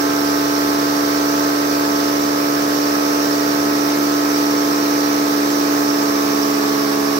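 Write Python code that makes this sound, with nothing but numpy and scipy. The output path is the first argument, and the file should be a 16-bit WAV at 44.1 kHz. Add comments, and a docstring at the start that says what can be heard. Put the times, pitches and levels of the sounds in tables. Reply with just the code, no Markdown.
"""A deep drone over a roar and a hiss: a hammer mill runs outdoors by a block wall, close to a camera
with two microphone ports. Four rows of hammers drone at four times the shaft speed, and a worn ball
bearing rings and adds tones between the shaft orders. Air and chips roar in the housing and hiss up
the blower pipe. Near the end more feed goes in and the rotor slows a little."""
import sys
import numpy as np
from scipy import signal
from scipy.fft import rfft, irfft, next_fast_len
from scipy.io import wavfile
from scipy.ndimage import uniform_filter1d, map_coordinates

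SR = 44100
rng = np.random.default_rng(int(sys.argv[2]) if len(sys.argv) > 2 else 0)


def transcribe(u):
    """Save the signal u as a 16-bit wav file named by the first command-line argument.

    u: samples, shape (n,) or (channels, n), limited to [-1, 1]; the rate is SR.
    q: integer samples, one column per channel.
    """
    v = np.clip(np.atleast_2d(u).T, -1, 1)
    q = np.round(v * 32767).astype(np.int16)
    wavfile.write(sys.argv[1], SR, q)


N = 317067
TIME_S = np.arange(N) / SR
IDLE_HZ, CROSSOVER_HZ = 72.4, 2100  # unloaded shaft speed; where roar gives way to hiss


def amp(db):
    """Gain of a level in dB."""
    return 10 ** (np.asarray(db) / 20)


def unit(x):
    """x at rms 1."""
    return x / np.sqrt(np.mean(x ** 2) + 1e-20)


def along(points, hz):
    """Join (freq_hz, value) points on a log frequency axis."""
    freqs, values = np.transpose(points)
    return np.interp(np.log(hz + 1), np.log(freqs + 1), values)


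def curves(rows):
    """One value per sample for each column after time_s."""
    times, *columns = np.transpose(rows)
    return [np.interp(TIME_S, times, column) for column in columns]


def wobble(rate_hz):
    """A smooth random curve with rate_hz knots a second."""
    knots = rng.standard_normal(int(N * rate_hz / SR) + 4)
    return map_coordinates(knots, [np.arange(N) * rate_hz / SR])


def filtered(x, response):
    """x through a complex frequency response."""
    size = next_fast_len(N + SR // 2)
    return irfft(rfft(x, size) * response(np.fft.rfftfreq(size, 1 / SR)), size)[..., :N]


# The mill's run: time_s, shaft_hz, drone_swell_db
MILL_RUN = [(0, 72.1, -.5), (.55, 72.35, -.3), (.85, 72.3, -.1), (1.2, 72.41, -.1), (2.4, 72.44, -.6),
            (3.2, 72.61, -.2), (4.3, 72.68, .7), (4.9, 72.6, 1), (5.4, 72.42, .5), (5.9, 72.32, .5),
            (6.3, 71.97, .1), (6.8, 71.5, -.9), (7.19, 71.25, -1.5)]
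def shaft():
    """Speed in Hz, turns so far, and feed load (0-1), which follows the late sag below idle."""
    speed_hz = curves(MILL_RUN)[0]
    sag_hz = np.maximum(IDLE_HZ - speed_hz, 0)
    load = np.tanh(sag_hz / .6) * (np.arange(N) > N / 2)  # mostly full at 0.6 Hz of sag
    return speed_hz, np.cumsum(speed_hz) / SR, load


def tone(cycles, load, columns, waver_db, waver_rad):
    """One machine tone at both microphones, wavering in level and phase and shifting under load."""
    left_db, right_db, lead_rad, drift_db, load_left_db, load_right_db, load_lead_rad = columns
    phase = 2 * np.pi * cycles + waver_rad * wobble(9)
    swell_db = drift_db * np.linspace(-.5, .5, N) + waver_db * wobble(5)
    half_lead = (lead_rad + load_lead_rad * load) / 2
    left = amp(left_db + swell_db + load_left_db * load) * np.cos(phase + half_lead)
    right = amp(right_db + swell_db + load_right_db * load) * np.cos(phase - half_lead)
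    return np.sqrt(2) * np.array([left, right])


# Swell of the octave above the drone: time_s, swell_db
OCTAVE_SWELL = [(0, -5), (1.5, 2), (3.1, 3), (4.6, -4.5), (5.7, 0), (6.4, 0), (7.19, -1)]
# Rotor tones at the microphones: shaft_order, left_db, right_db, left_lead_rad, drift_db (start to end),
# then the shifts at full load: load_left_db, load_right_db, load_lead_rad
ROTOR_TONES = [(1, -55.5, -53.6, -0.0, -11.1, 7.0, 3.9, -0.0),
               (2, -40.6, -41.0, -0.2, -1.9, -0.6, -0.3, -0.0),
               (3, -39.7, -39.1, -0.2, 3.2, 3.2, 3.9, -0.1), (4, -20.4, -18.7, -0.2, 0.0, -0.2, 0.2, -0.0),
               (5, -36.3, -36.2, -0.3, -0.2, 0.3, 0.1, 0.1), (6, -30.2, -26.2, 2.4, 0.0, -3.6, 3.6, -0.8),
               (7, -39.7, -44.2, -0.4, -1.7, -4.1, 0.4, -1.0),
               (8, -35.6, -33.4, -2.0, 0.0, 0.4, -0.4, -0.9), (9, -41.7, -39.6, -0.6, 1.5, -3.6, 0.1, -0.3),
               (10, -48.2, -44.7, -0.9, 0.8, 1.3, -3.2, 0.6), (11, -44.2, -46.9, -1.5, 3.1, 3.2, 1.2, 0.8),
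               (12, -37.1, -38.9, -0.2, -2.5, -1.6, 3.2, -0.8)]
def hammer_drone():
    """Harmonics of the shaft; four rows of hammers make the fourth the strongest."""
    speed_hz, turns, load = shaft()
    swell_db = {4: curves(MILL_RUN)[1], 6: .5 * (IDLE_HZ - speed_hz), 8: curves(OCTAVE_SWELL)[0]}
    drone = np.zeros((2, N))
    for order, *columns in ROTOR_TONES:
        waver_db, waver_rad = (.2, .02) if order in swell_db else (.9, .08)
        offset = 0 if order <= 6 else rng.random()  # the low orders peak together once a turn
        harmonic = tone(order * turns + offset, load, columns, waver_db, waver_rad)
        drone += amp(swell_db.get(order, 0)) * harmonic
    return drone


# People by the hopper shade or reflect single tones: ball_multiple, shaft_order, time_s, step_db
BYSTANDER_STEPS = [(2, 8, 1.95, -3), (2, 10, 1.95, -3), (2, 11, 1.95, -8), (-1, 10, 3.7, 6)]
# Bearing tones before a small lift per multiple: ball_multiple, shaft_order, the rest as in ROTOR_TONES
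BEARING_TONES = [(-1, 10, -38.6, -37.8, -0.1, 1, -1.5, -2, 0.1),
                 (-1, 11, -31.9, -33.2, 0.3, 2.3, -3.7, -5.4, -0.3),
                 (-1, 12, -33.6, -37.7, -0.6, 3.1, -10.1, -7.3, -0.6),
                 (-1, 13, -44.5, -49, -1.3, -2.9, 2.3, -2.4, 0.5),
                 (-1, 14, -45, -45, -1.0, 1.0, -7.2, -2.0, -0.3),
                 (-1, 16, -49.1, -45.4, -1.3, 0.3, 0.8, -0.1, 0.4),
                 (1, 0, -44.7, -45.5, 0.0, -0.7, -0.7, -6.3, 0.3),
                 (1, 1, -45.5, -46.5, 0.1, -5.2, 0.1, -8.4, -0.8),
                 (1, 2, -43.5, -40.7, -0.4, 1.1, 1.2, -2.8, -0.2),
                 (1, 3, -49.0, -43.1, -0.1, -0.1, -1.7, -3.1, -0.8),
                 (1, 4, -34.4, -36.4, -0.3, -1.3, -0.4, 1.9, 0.1),
                 (1, 5, -51, -46, -0.9, -0.3, -1.2, -7.0, 1.0),
                 (1, 6, -46, -46, -0.6, 1.8, -4.2, -1.1, -1.3),
                 (1, 7, -45.4, -51.5, -1.3, -3.6, 5.1, 4.5, 1.6),
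                 (2, 4, -42.4, -34.6, 2.0, -2.1, 3.6, -1.6, -0.8),
                 (2, 5, -35.9, -34.2, 2.9, 1.0, -4.4, 2.2, 2.2),
                 (2, 6, -34.4, -31.8, 2.7, -1.3, -1.2, -4.9, -1.1),
                 (2, 7, -33.1, -30.0, -2.3, -0.1, 1.4, 0.0, -0.3),
                 (2, 8, -49.7, -37, -1.1, 0, -5.2, 0, -1.6), (2, 10, -46.9, -40, -1.9, 1, 1.6, -8.9, 0.1),
                 (2, 11, -49, -40.5, -1.0, -2, -1.6, -3, -0.3),
                 (3, 10, -44.5, -42.8, -1.9, 3.9, -3.0, -3.6, -0.3)]
def bearing_tones():
    """Balls pass a flaw in the inner race; the turning load spreads each multiple into sidebands."""
    speed_hz, turns, load = shaft()
    passes_per_turn = 5.332 - .0058 * TIME_S  # the balls creep back in their race
    passes = np.cumsum(passes_per_turn * speed_hz) / SR
    tones = np.zeros((2, N))
    for multiple, order, *columns in BEARING_TONES:
        shade_db = sum(step_db / 2 * np.tanh((TIME_S - time_s) / .15)
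                       for m, k, time_s, step_db in BYSTANDER_STEPS if (m, k) == (multiple, order))
        cycles = multiple * passes + order * turns + rng.random()
        sideband = tone(cycles, load, columns, waver_db=.96, waver_rad=.12 * abs(multiple))
        tones += amp(.47 * abs(multiple) + shade_db) * sideband
    return tones


def turbulence(depth_db):
    """Two white noises that share patches of random gain in time and frequency."""
    spectra = signal.stft(rng.standard_normal((2, N)), nperseg=512)[2]
    patches = rng.standard_normal(spectra.shape[1:])
    patches = uniform_filter1d(uniform_filter1d(patches, 6, axis=0), 10, axis=1)
    return signal.istft(spectra * amp(depth_db * unit(patches)), nperseg=512)[1][:, :N]


# Likeness of the air noise at the two microphones: freq_hz, correlation
MIC_LIKENESS = [(60, 1), (250, 1), (500, 1), (900, 0.32), (1400, 0.34), (3000, 0.19), (6000, 0.1),
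                (15000, 0.2)]
# How far the left microphone is ahead: freq_hz, lead_rad
MIC_LEAD = [(60, 1), (300, -1), (700, 0.8), (950, 0.5), (1250, 2.5), (1800, 5.5), (2300, 9.5), (15000, 39)]
def at_microphones(noises, spectra, band):
    """Two unrelated noises reach the ports partly alike, one port ahead, each with its own colour."""
    def blend(hz):
        angle = np.arccos(np.clip(along(MIC_LIKENESS, hz), -1, 1)) / 2
        return band(hz) * np.array([np.cos(angle), np.sin(angle)])

    def colour(hz):
        return [amp(along(spectrum, hz)) * np.exp(sign * .5j * along(MIC_LEAD, hz))
                for spectrum, sign in zip(spectra, (1, -1))]

    mid, side = filtered(noises, blend)
    return unit(filtered(np.array([mid + side, mid - side]), colour))


# Resonances of the mill's panels and the microphone ports: pitch_hz, width_hz, left_db, right_db
PANEL_AND_PORT_MODES = [(886, 43, 4.5, 2), (1090, 100, 4.5, 1), (1703, 160, 5, 3), (6540, 300, -4, 6),
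                        (2144, 57, 7, 5), (2316, 70, 11, 8.5), (2487, 89, 6, 5.5), (3740, 130, -0.5, 3.5),
                        (4510, 20, -5, 9.5), (4670, 39, 6, 3), (4930, 55, 11.5, 0.5), (5300, 250, 1, 6.5),
                        (5790, 150, 6, 5), (5920, 160, 5.5, 5.5), (6390, 140, 11, 4), (7430, 60, 12.5, -2),
                        (9130, 60, 0, 8), (15450, 570, 1, 8.5)]
def panels_and_ports(hz):
    """Gain at each microphone of the resonances that colour the air noise."""
    return amp(sum(np.outer([left_db, right_db], 1 / (1 + (2 * (hz - pitch_hz) / width_hz) ** 2))
                   for pitch_hz, width_hz, left_db, right_db in PANEL_AND_PORT_MODES))


def low_band(hz):
    """The roar's side of the crossover; the hiss takes the rest."""
    return 1 / (1 + (hz / CROSSOVER_HZ) ** 12)


# Colour of the housing at the left, then the right microphone: freq_hz, relative_db
ROAR_SPECTRA = [
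    [(25, -30), (45, -21), (70, -14.5), (110, -12.5), (160, -7.5), (300, 0), (450, -2.5), (700, -4),
     (1000, -3.5), (1300, -4), (1900, -8), (2300, -9.5)],
    [(25, -30), (45, -19), (70, -16), (110, -12), (160, -8), (300, -1.5), (450, -4.5), (700, -10),
     (1000, -2.5), (1300, 1), (1900, -3.1), (2300, -8)],
]
def housing_roar():
    """Air churned inside the housing."""
    air = at_microphones(turbulence(depth_db=.6), ROAR_SPECTRA, low_band)
    return amp(-27) * unit(filtered(air, panels_and_ports))


# The treble beats with the rotor: shaft_order, depth_fraction
HISS_THROB = [(1, 0.03), (3, 0.05)]
# Colour of the pipe at the left, then the right microphone: freq_hz, relative_db
HISS_SPECTRA = [
    [(1900, 0), (2300, -7), (3300, -4.5), (4500, -5.5), (5600, -9), (7500, -10.5), (8800, -19.5),
     (10500, -14), (14500, -11), (15700, -31)],
    [(1900, 11.5), (2300, -2.5), (3200, -7), (4300, 0.5), (5550, 0.5), (6200, -6.5), (7100, -9.5),
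     (7700, -6), (8600, -10.5), (10700, -12.5), (12200, -1), (13800, -10), (15700, -7)],
]
def pipe_hiss():
    """Air rushes up the blower pipe, with fine chips pattering against the steel."""
    count = int(2500 * N / SR)  # 2500 chips a second
    chips = np.zeros((2, N))
    chips[rng.integers(0, 2, count), rng.integers(0, N, count)] = rng.standard_normal(count)
    stream = turbulence(depth_db=1.1) + amp(-8) * unit(chips)
    flow_db = -25.5 - .03 * wobble(3) + .15 * wobble(8)
    pipe = at_microphones(stream, HISS_SPECTRA, lambda hz: 1 - low_band(hz))
    _, turns, _ = shaft()
    throb = 1 + sum(depth * np.cos(2 * np.pi * (order * turns + rng.random()))
                    for order, depth in HISS_THROB)
    return amp(flow_db) * throb * unit(filtered(pipe, panels_and_ports))


# The bearing's lower mode: time_s, pitch_hz
RING_PITCH = [(0, 5520), (2.2, 5522), (3.5, 5532), (4.6, 5570), (5.2, 5564), (6.7, 5528), (7.19, 5540)]
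# Its upper mode at the right microphone: time_s, level_db
UPPER_RING_LEVEL = [(0, -40), (3.4, -38), (4.2, -37), (6.1, -37.5), (6.8, -44), (7.19, -55)]
def bearing_ring(half_width_hz=46, beat_depth=.45, steady_core=.6):
    """Ball impacts ring the bearing's steel once a turn: two fuzzy whistles, mostly on the right."""
    fuzz = filtered(rng.standard_normal((4, N)), lambda hz: 1 / (1 + (hz / half_width_hz) ** 4))
    phase = 2 * np.pi * np.cumsum(curves(RING_PITCH)[0]) / SR
    _, turns, _ = shaft()
    beat = 1 + beat_depth * np.cos(2 * np.pi * turns)

    def mode(core_fuzz, edge_fuzz, pitch_ratio):
        core = (unit(core_fuzz) + steady_core) * np.cos(pitch_ratio * phase + 4 * wobble(12))
        edge = unit(edge_fuzz) * np.sin(pitch_ratio * phase)
        return unit(beat * (core + edge))

    upper = amp(curves(UPPER_RING_LEVEL)[0]) * mode(*fuzz[2:], pitch_ratio=1.108)
    lower = amp(-33.5) * mode(*fuzz[:2], pitch_ratio=1)
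    return amp([[-13], [0]]) * (lower + upper)


def scene():
    """The whole mill from close by; every layer sounds from the start."""
    return hammer_drone() + bearing_tones() + housing_roar() + pipe_hiss() + bearing_ring()


def record(dry):
    """The camera keeps nothing above its band limit."""
    return filtered(dry, lambda hz: hz < 15780)


dry = scene()
out = record(dry)
transcribe(out)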